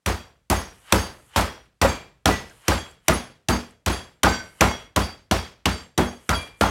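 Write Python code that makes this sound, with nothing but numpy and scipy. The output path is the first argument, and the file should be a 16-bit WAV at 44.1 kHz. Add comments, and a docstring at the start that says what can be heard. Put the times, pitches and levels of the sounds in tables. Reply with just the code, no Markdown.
"""Over a faint room floor, a metal mallet pounds meat through a plastic bag on a wooden board in a kitchen.
Each blow slaps the bag (shaped noise burst), sets off board chatter and room ring (knocks and noise in
decaying bands) and booms the counter (swelling sines). The board slaps back with a click and ringing modes,
loose steel tools hop and clink (wavering sines), sleeve and bag rustle (grainy noise), short dry ticks fall between."""
import sys
import numpy as np
from scipy import signal
from scipy.fft import rfft, irfft
from scipy.io import wavfile
from scipy.ndimage import uniform_filter1d

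SR = 44100
rng = np.random.default_rng(int(sys.argv[2]) if len(sys.argv) > 2 else 0)


def wav_out(sig):
    """Save sig, one row per channel (or a flat mono array), as 16-bit PCM at SR to the path in sys.argv[1]."""
    wavfile.write(sys.argv[1], SR, np.round(np.clip(np.atleast_2d(sig).T, -1, 1) * 32767).astype(np.int16))


N = 295470


def undb(db):
    """Decibels to gain."""
    return 10 ** (np.asarray(db) / 20)


def add(out, start_s, x):
    """Mix x into out from start_s."""
    i = max(int(start_s * SR), 0)
    out[i:i + len(x)] += x[:len(out) - i]


def peak(x, db):
    """Scale x to a peak level."""
    return x * undb(db) / np.abs(x).max()


def colour(x, table):
    """Shape the spectrum of x by (Hz, dB) points; rms 1."""
    hz, db = np.transpose(table)
    log_f = np.log(np.arange(len(x) // 2 + 1) * SR / len(x) + 1)
    gain = undb(np.interp(log_f, np.log(hz), db))
    y = irfft(rfft(x) * gain, len(x))
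    return y / np.sqrt(np.mean(y ** 2))


def band(x, hz, octaves):
    """Bell-shaped band around hz, 6 dB down at the given octaves to each side; rms 1."""
    steps = np.arange(-3, 3.5, .5)
    return colour(x, [(hz * 2 ** (k * octaves), -6 * k * k) for k in steps])


# Spectrum of the room's floor. Each row: frequency in Hz, relative level in dB per Hz.
FLOOR_SPECTRUM = [(30, -5), (60, -7), (130, -3.5), (320, -9), (1700, -15), (9000, -19.5), (16000, -31)]
FLOOR_RMS_DB = -74


def room_floor():
    """Steady noise, strongest in the bass."""
    return undb(FLOOR_RMS_DB) * colour(rng.standard_normal(N), FLOOR_SPECTRUM)


# Mallet blows, shared by all sources they drive. Each row: start in s, slap peak in dB, counter boom in dB,
# thud in dB, knock in dB, sizzle in dB, ring-out stretch (factor), air in dB, slap tilt in dB per octave,
# squeeze in dB, slap decay in ms, board rebound peak in dB, rebound pitch in Hz.
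BLOWS = [(0.0606, -6, -22, -31, -19, -14.5, 0.88, -25, 2, -14, 2, -18, 540),
         (0.4996, -1, -20, -29, -17.5, -13, 0.95, -21.5, 5.5, -21, 1.2, -7, 563),
         (0.923, 7, -19, -27.5, -17, -11, 1.0, -19, -0.5, -20, 2.6, -6, 395),
         (1.3604, 1, -20.5, -26.5, -14, -8.5, 0.88, -22.5, -1.5, -18, 1.9, -13.5, 674),
         (1.8149, -0.5, -18.5, -24.5, -13, -9, 0.92, -24.5, 0, -5, 3.1, -10.5, 1342),
         (2.2565, 6, -20, -25, -16.5, -7, 0.95, -28, -0.5, -15.5, 1.8, -5.5, 939),
         (2.6808, 1, -19.5, -27, -16, -8.5, 0.88, -29.5, 1.5, -9, 3, -9.5, 550),
         (3.0818, 5.5, -21.5, -23.5, -16.5, -7.5, 0.87, -29, 2, -17, 2, -3.5, 736),
         (3.4854, -1.5, -22, -22, -16, -11.5, 0.79, -26.5, 1, -13, 1.4, -11, 820),
         (3.8612, -4.5, -21.5, -28.5, -17.5, -11, 0.88, -29, 1.5, -13.5, 1.8, -12.5, 791),
         (4.2329, 0, -19.5, -23, -12.5, -8, 0.93, -31.5, 1.5, -2, 3.1, -4, 1240),
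         (4.608, 4, -19, -23, -10.5, -9, 0.85, -28, -1, -19, 3.9, 2, 790),
         (4.9613, 2, -20.5, -26.5, -18, -11, 0.84, -29, 0.5, -14.5, 1.64, -3.5, 740),
         (5.3114, 4, -22, -28, -19, -8.5, 0.86, -34, -1.5, -21, 2.7, -5.5, 750),
         (5.6557, 1.5, -22.5, -25.5, -20.5, -8.5, 0.8, -42, -0.5, -18.5, 3.9, -8, 794),
         (5.9775, -3, -23.5, -22, -15.5, -16, 0.79, -30, 1.5, -8, 3.3, -5, 423),
         (6.2913, 1.5, -22, -30, -18.5, -13, 0.9, -32, -0.5, -22, 2, -10.5, 1290),
         (6.6108, 3.5, -22.5, -26, -15.5, -13, 1, -31, -1.5, 1, 3, -10.5, 1220)]
# Slap spectrum before the tilt. Each row: frequency in Hz, relative level in dB per Hz.
SLAP_SPECTRUM = [(180, -9.5), (300, 7.5), (3300, 5.5), (5100, -3.5), (5740, 4.5), (6670, -3), (10300, -5),
                 (15200, -15.5), (16500, -34.5)]
SQUEEZE_MS, SLAP_LEAD_S = 2.3, .0012


def slaps():
    """Air squeezed from the bag swells for an instant, then the head lands in a short noise burst."""
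    out, ms = np.zeros(N), np.arange(SR // 40) * 1000 / SR
    for start_s, slap_db, *_, tilt_db, squeeze_db, decay_ms, _, _ in BLOWS:
        swell = undb(squeeze_db) * (ms / SQUEEZE_MS) ** 1.1
        burst = np.exp(-(ms - SQUEEZE_MS) / decay_ms)
        shape = np.where(ms < SQUEEZE_MS, swell, burst)
        tilted = [(hz, db + tilt_db * np.log2(hz / 2000)) for hz, db in SLAP_SPECTRUM]
        noise = colour(rng.standard_normal(len(ms)), tilted)
        add(out, start_s - SLAP_LEAD_S, peak(shape * noise, slap_db))
    return out


# Bands of board chatter and room ring.
# Each row: centre in Hz, relative level in dB, swell time in ms, t60 in s before the blow's stretch.
CHATTER_BANDS = [(53.7, -16, 40, 0.72), (119, -16, 14, 0.83), (207, 8.5, 5.2, 0.3), (407, -3.5, 32, 0.52),
                 (834, -0.5, 3.8, 0.37), (1565, -9.5, 15, 0.47), (3300, -14, 1.9, 0.45),
                 (7530, -12, 0.73, 0.36), (10800, -22, 2.1, 0.28), (14900, -24, 4, .3)]
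KNOCKS_PER_S, SPIKY_SHARE, SPIKY_FADE_S, LUMP_DB = 700, 0.22, 0.031, 1.95


def chatter():
    """Knocks of the shaken board, dense in the room's ring: spiky, then smooth, each band dying alone."""
    out, t = np.zeros(N), np.arange(int(.7 * SR)) / SR
    n = len(t)
    for start_s, _, boom_db, thud_db, knock_db, sizzle_db, stretch, air_db, *_ in BLOWS:
        hits = rng.random(n) < KNOCKS_PER_S / SR
        sizes = undb(3.9 * np.minimum(rng.exponential(size=n), 2.5))
        knocks = hits * sizes * rng.choice([-1, 1], n)
        knocks[0] += 1e-6  # never all silent
        spiky = SPIKY_SHARE * np.exp(-t / SPIKY_FADE_S)
        smooth = rng.standard_normal(n)
        forces_db = [boom_db, thud_db, knock_db, sizzle_db, air_db]
        for hz, db, swell_ms, t60_s in CHATTER_BANDS:
            force_db = np.interp(np.log(hz), np.log([80, 250, 900, 5000, 13000]), forces_db)
            grain = np.sqrt(spiky) * band(knocks, hz, 1.0) + np.sqrt(1 - spiky) * band(smooth, hz, 0.68)
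            rise = 1 - np.exp(-t * 1000 / swell_ms)
            fall = np.exp(-np.log(1000) * t / (t60_s * stretch))
            # above 300 Hz the rattle comes in lumps a few milliseconds long
            steps = np.repeat(rng.standard_normal(n // 300 + 1), 300)[:n]
            lumps_db = LUMP_DB * uniform_filter1d(steps, size=200) * (hz > 300)
            add(out, start_s, undb(db + force_db + lumps_db) * grain * rise * fall)
    return out


# Modes of counter and board, which swell before they die. Each row: frequency in Hz before detuning,
# relative level in dB, signed amplitude factor, time of the swell's peak in ms, steepness (exponent).
COUNTER_MODES = [(53.6, -33.5, 0.28, 180, 1.2), (61.3, 3, 0.98, 38, 2.2), (79.94, -0.5, -0.82, 29.7, 0.97),
                 (91.4, 1.5, -1.21, 22.6, 1.1), (122.6, -11.5, 0.44, 34, 1.2), (159.7, 1, 0.95, 13, 0.69),
                 (196.84, 2, 1, 18.5, 0.55), (239.4, -3, 0.75, 36.8, 1.2)]
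COUNTER_LAG_MS, DETUNE = 1.52, 0.013
DRUM_DB, DRUM_PER_THUD, USUAL_THUD_DB = -31.5, 3.4, -27  # the top mode grows faster than the thud


def counter():
    """Each blow starts the same modes: boom drives the bass, thud the upper ones, the top one drums alone."""
    out, t = np.zeros(N), np.arange(SR // 2) / SR
    for start_s, _, boom_db, thud_db, *_ in BLOWS:
        drum_db = DRUM_DB + DRUM_PER_THUD * (thud_db - USUAL_THUD_DB)
        for hz, db, factor, peak_ms, steepness in COUNTER_MODES:
            force_db = boom_db if hz < 110 else thud_db if hz < 220 else drum_db
            detune = 1 + DETUNE * rng.standard_normal()
            u = t * 1000 / peak_ms
            swell = (u * np.exp(1 - u)) ** steepness
            wave = factor * np.sin(2 * np.pi * hz * detune * t) * swell
            add(out, start_s + COUNTER_LAG_MS / 1000, undb(db + force_db) * wave)
    return out


# Further slaps as the board hops. 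Each row: start in s, ring peak in dB, loudest pitch in Hz, click peak in dB.
BOUNCES = [(0.098, -14, 424, -15.5), (0.529, -9, 497, -9), (0.955, -4.5, 720, -24.5), (1.09, -35, 738, -38),
           (1.396, -13.5, 613, -12.5), (1.848, -0.5, 840, -11.5), (2.289, -2, 771, -13.5),
           (2.511, -42, 1500, -50), (2.719, -11, 890, -10), (3.119, -11, 1250, -20), (3.9, -14, 412, -18),
           (4.268, -2, 800, -2.5), (4.641, -14, 735, -8), (5.342, -8.5, 556, -26.5),
           (5.405, -28.5, 412, -33), (6.327, -10, 1250, -13), (6.36, -28, 1250, -29),
           (6.637, -20.5, 826, -4)]
# Modes of the board. Each row: frequency in Hz before detuning, t60 in s.
BOARD_MODES = [(314, 0.14), (361, 0.15), (420, 0.12), (540, 0.078), (640, 0.074), (760, 0.05), (850, 0.025),
               (990, 0.07), (1115, 0.032), (1254, 0.086), (1400, 0.11), (1600, 0.048), (1900, .04)]
REBOUND_MS, CLICK_OVER_KNOCK_DB = 8.8, -4  # first slap back after each blow
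CLICK_MIN_HZ, CLICK_LAG_S, CLICK_DECAY_S, RING_ATTACK_S = 830, .0007, 0.00093, 0.00045


def board():
    """Each slap clicks, wood on stone, and rings the board's modes, most those near its pitch."""
    out, t = np.zeros(N), np.arange(SR // 6) / SR
    hz, t60_s = np.transpose(BOARD_MODES)[:, :, None]
    rebounds = [(blow[0] + REBOUND_MS / 1000, *blow[-2:], blow[4] + CLICK_OVER_KNOCK_DB) for blow in BLOWS]
    hits = rebounds + list(BOUNCES)
    chance = rng.standard_normal((len(hits), 2, len(BOARD_MODES), 1))
    for (start_s, ring_db, pitch_hz, click_db), (size, tune) in zip(hits, chance):
        share = undb(-9 * np.log2(hz / pitch_hz) ** 2 + 5.0 * size)
        waves = np.sin(2 * np.pi * hz * (1 + 0.021 * tune) * t)
        rings = (share * waves * undb(-60 * t / t60_s)).sum(axis=0)
        add(out, start_s, peak(rings * (1 - np.exp(-t / RING_ATTACK_S)), ring_db))
        click_hz = max(pitch_hz, CLICK_MIN_HZ)
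        click = -np.sin(2 * np.pi * click_hz * t) * t * np.exp(-t / CLICK_DECAY_S)
        add(out, start_s + CLICK_LAG_S, peak(click, click_db))
    return out


# Modes of the loose steel tools, one entry per mode: pitch in Hz; time to fall 60 dB in s; swell in ms.
STEEL_HZ = [1529, 1960, 2374, 3312, 4656, 5184, 5469, 5733, 6428, 7525, 8780, 10372, 13300, 11040, 9720,
            2164]
STEEL_T60_S = [0.38, 0.33, 0.4, 0.36, 0.32, 0.34, .3, 0.34, .3, 0.37, 0.33, 0.31, .28, .33, 0.28, .38]
STEEL_SWELL_MS = [5.1, 3.7, 8.5, 9, 17, 13, 4.5, 16, 5, 4.5, 8, 5.5, 7.5, 7.5, 7.5, 7.5]
# Clearest landings of the tools. Each row: time in s, one swell after the onset; mode index from 0; level in dB.
CLINKS = [(0.113, 4, -38), (0.541, 1, -34.5), (0.562, 11, -40), (0.564, 8, -35), (0.571, 4, -35.5),
          (0.589, 3, -43.5), (0.595, 5, -44), (0.609, 7, -41.5), (0.967, 4, -32.5), (0.978, 5, -37),
          (0.982, 8, -32.5), (0.992, 11, -41), (1.0, 7, -44), (1.012, 8, -36.5), (1.032, 4, -37),
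          (1.434, 4, -39), (1.461, 3, -41.5), (1.504, 7, -48.5), (1.87, 9, -37), (1.882, 8, -37),
          (1.887, 2, -34), (1.889, 4, -32), (1.906, 3, -40), (2.309, 1, -28), (2.313, 4, -38),
          (2.317, 8, -36), (2.342, 8, -43), (2.369, 5, -46), (2.381, 1, -40), (2.718, 4, -34),
          (2.73, 9, -37.5), (2.732, 11, -41), (2.769, 4, -34.5), (2.778, 3, -34.5), (2.778, 8, -44),
          (3.138, 11, -34), (3.17, 4, -40), (3.182, 3, -45), (3.15, 8, -35), (3.513, 4, -30),
          (3.517, 5, -38), (3.517, 11, -41), (3.526, 8, -34.5), (3.921, 11, -38.5), (3.925, 4, -33),
          (3.926, 3, -36), (3.926, 8, -36.5), (3.932, 9, -43), (4.255, 6, -37), (4.269, 4, -26.5),
          (4.27, 0, -23.5), (4.286, 8, -33), (4.283, 7, -42), (4.291, 9, -34.5), (4.3, 15, -31),
          (4.327, 3, -38.5), (4.327, 4, -27), (4.327, 7, -33), (4.373, 0, -35), (4.63, 9, -36),
          (4.646, 7, -35), (4.66, 15, -31.5), (4.675, 8, -37.5), (4.698, 4, -33), (4.71, 7, -36.5),
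          (4.711, 3, -33), (5.008, 3, -37.5), (5.007, 11, -42), (5.024, 4, -28), (5.037, 5, -43),
          (5.035, 8, -42.5), (5.345, 7, -37), (5.386, 4, -35.5), (5.396, 3, -41.5), (5.693, 8, -42.5),
          (5.717, 4, -32.5), (5.76, 9, -46), (6.007, 3, -32.5), (6.036, 11, -43), (6.061, 8, -41),
          (6.333, 4, -27), (6.346, 8, -41), (6.346, 11, -39), (6.35, 3, -27.5), (6.38, 2, -32),
          (6.639, 3, -34), (6.662, 8, -36)]
# Softer, later landings after every blow. One entry per mode: level in dB before fall and scatter.
SETTLE_DB = [-72, -61, -70, -39.5, -36.5, -42.5, -65.5, -41.5, -40.5, -46, -54, -53.5, -58, -56, -66.5,
             -72.5]
SETTLE_FROM_S, SETTLE_SPAN_S, SETTLE_FALL_DB_PER_S, SETTLE_SCATTER_DB = 0.022, 0.1, 88.5, 3
JANGLE_FROM_S, JANGLE_SPAN_S = 0.018, 0.054
WAVER_S, WAVER_DB, WAVER_RAD = 0.02, 2.9, .5


def landings():
    """Clear clinks, plus a jangle and a later settling of every steel mode after each blow."""
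    contacts = list(CLINKS)
    for blow in BLOWS:
        start_s, sizzle_db = blow[0], blow[5]
        for mode, hz in enumerate(STEEL_HZ):
            late, soft, settle_late, settle_soft = rng.random(4)
            jangle_db = sizzle_db - 30 - 8 * soft - 7 * abs(np.log2(hz / 5000))
            contacts.append((start_s + JANGLE_FROM_S + JANGLE_SPAN_S * late, mode, jangle_db))
            wait_s = SETTLE_SPAN_S * settle_late
            settle_db = SETTLE_DB[mode] - SETTLE_FALL_DB_PER_S * wait_s - SETTLE_SCATTER_DB * settle_soft
            contacts.append((start_s + SETTLE_FROM_S + wait_s, mode, settle_db))
    return contacts


def tools():
    """Each contact restarts one steel mode as a sine; a louder ring hides a fading one."""
    t, size = np.arange(N) / SR, np.zeros((len(STEEL_HZ), N))
    for time_s, mode, db in landings():
        swell_s = STEEL_SWELL_MS[mode] / 1000
        i = max(int(time_s * SR) - int(swell_s * SR), 0)  # each ring swells in softly, smeared by the room
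        u = t[:max(min(SR // 2, N - i), 0)]
        fade = (u / STEEL_T60_S[mode]) ** 1.135  # the ring dies slowly at first, then somewhat faster
        ring = undb(db - 60 * fade) * (1 - np.exp(-(u / swell_s) ** 2))
        size[mode, i:i + len(u)] = np.maximum(size[mode, i:i + len(u)], ring)
    out = np.zeros(N)
    for level, hz in zip(size, STEEL_HZ):
        # the ring wavers irregularly in level and phase
        drift = uniform_filter1d(rng.standard_normal((2, N)), int(WAVER_S * SR)) * np.sqrt(WAVER_S * SR)
        wave = np.sqrt(2) * np.sin(2 * np.pi * hz * t + WAVER_RAD * drift[1])
        out += level * undb(WAVER_DB * drift[0]) * wave
    return out


# Bag and sleeve rustle between blows: rises, holds, then fades.
# Each row: time of full level in s, hold in s, hiss in dB, low rustle in dB.
RUSTLES = [(.77, 0.12, -60, -63), (1.142, 0.15, -60.5, -73), (1.6, .05, -73, -65),
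           (2.484, 0.14, -59.5, -60), (2.896, 0.025, -63, -58), (3.693, 0.016, -67.5, -61),
           (4.1, 0.028, -70.5, -72), (4.43, .17, -59.5, -66), (4.817, 0.0085, -61.5, -47.5),
           (5.82, 0.014, -62, -48), (6.13, .01, -66, -55), (6.28, 0.047, -57.5, -57.5),
           (6.467, .01, -57, -48.5)]
RUSTLE_RISE_S, RUSTLE_FALL_DB_PER_S = 0.18, 297
# The sleeve swishes louder and louder on some downswings.
# Each row: time of full level in s, hiss in dB, low rustle in dB.
SWINGS = [(.915, -57.5, -37.5), (1.354, -57.5, -42), (2.675, -57, -43), (3.075, -62, -55.5),
          (4.604, -64, -50), (6.604, -55.5, -60)]
SWING_DB_PER_S, SWING_HOLD_S = 323, .008


def rustle():
    """Grainy noise in two colours that rises, holds and fades, or swells into a blow."""
    out, t = np.zeros(N), np.arange(N) / SR
    grain_db = 1.5 * np.minimum(rng.exponential(size=N // 60 + 1), 3.5)
    grit = rng.standard_normal(N) * undb(np.repeat(grain_db, 60)[:N])
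    hiss = band(grit, 9000, 0.42)
    low = band(grit, 1300, 1.3) + .25 * band(grit, 3000, 0.084)
    for full_s, hold_s, hiss_db, low_db in RUSTLES:
        rise = np.clip(1 + (t - full_s) / RUSTLE_RISE_S, 0, 1)
        fall = undb(-RUSTLE_FALL_DB_PER_S * np.maximum(t - full_s - hold_s, 0))
        out += rise * fall * (undb(hiss_db) * hiss + undb(low_db) * low)
    for full_s, hiss_db, low_db in SWINGS:
        swell = (t < full_s + SWING_HOLD_S) * undb(SWING_DB_PER_S * np.minimum(t - full_s, 0))
        out += swell * (undb(hiss_db) * hiss + undb(low_db) * low)
    return out


# Short dry ticks of the bag or the tools. Each row: start in s, peak in dB, centre in Hz.
TICKS = [(0.7194, -52, 5740), (2.4977, -39, 6400), (2.6204, -47, 6730), (2.913, -37, 8000),
         (3.7084, -43, 8400), (4.0744, -55, 5740), (4.8294, -51, 5730), (5.1794, -52, 6410),
         (5.8694, -57, 7400)]
TICK_DECAY_S = 0.0014


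def ticks():
    """Short dry ticks of the bag or the tools: decaying bursts of narrow-band noise."""
    out, t = np.zeros(N), np.arange(400) / SR
    for start_s, db, hz in TICKS:
        noise = band(rng.standard_normal(len(t)), hz, 0.2)
        add(out, start_s, peak(np.exp(-t / TICK_DECAY_S) * noise, db))
    return out


def scene():
    """All sources over the room's quiet floor."""
    struck = slaps() + chatter() + counter() + board() + tools()
    return (room_floor() + struck + rustle() + ticks())[None]


LOW_CUT_HZ, TOP_HZ = 31, 15900
GATE_DB, GATE_SLOPE, GATE_S = -72, .5, 0.09


def record(dry):
    """The input cuts deep bass, turns down what falls under the gate, rounds loud peaks and cuts the top."""
    dry = signal.sosfilt(signal.butter(2, LOW_CUT_HZ, "high", fs=SR, output="sos"), dry)
    k = 1 / (GATE_S * SR)
    slow_power = signal.lfilter([k], [1, k - 1], dry ** 2)
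    quick_power = uniform_filter1d(dry ** 2, 64)
    level = np.sqrt(slow_power + quick_power)
    gain = np.minimum(1, level / undb(GATE_DB)) ** GATE_SLOPE
    rounded = np.tanh(0.72 * gain * dry) / 1.105
    return signal.sosfilt(signal.ellip(8, .2, 70, TOP_HZ, fs=SR, output="sos"), rounded)


dry = scene()
out = record(dry)
wav_out(out)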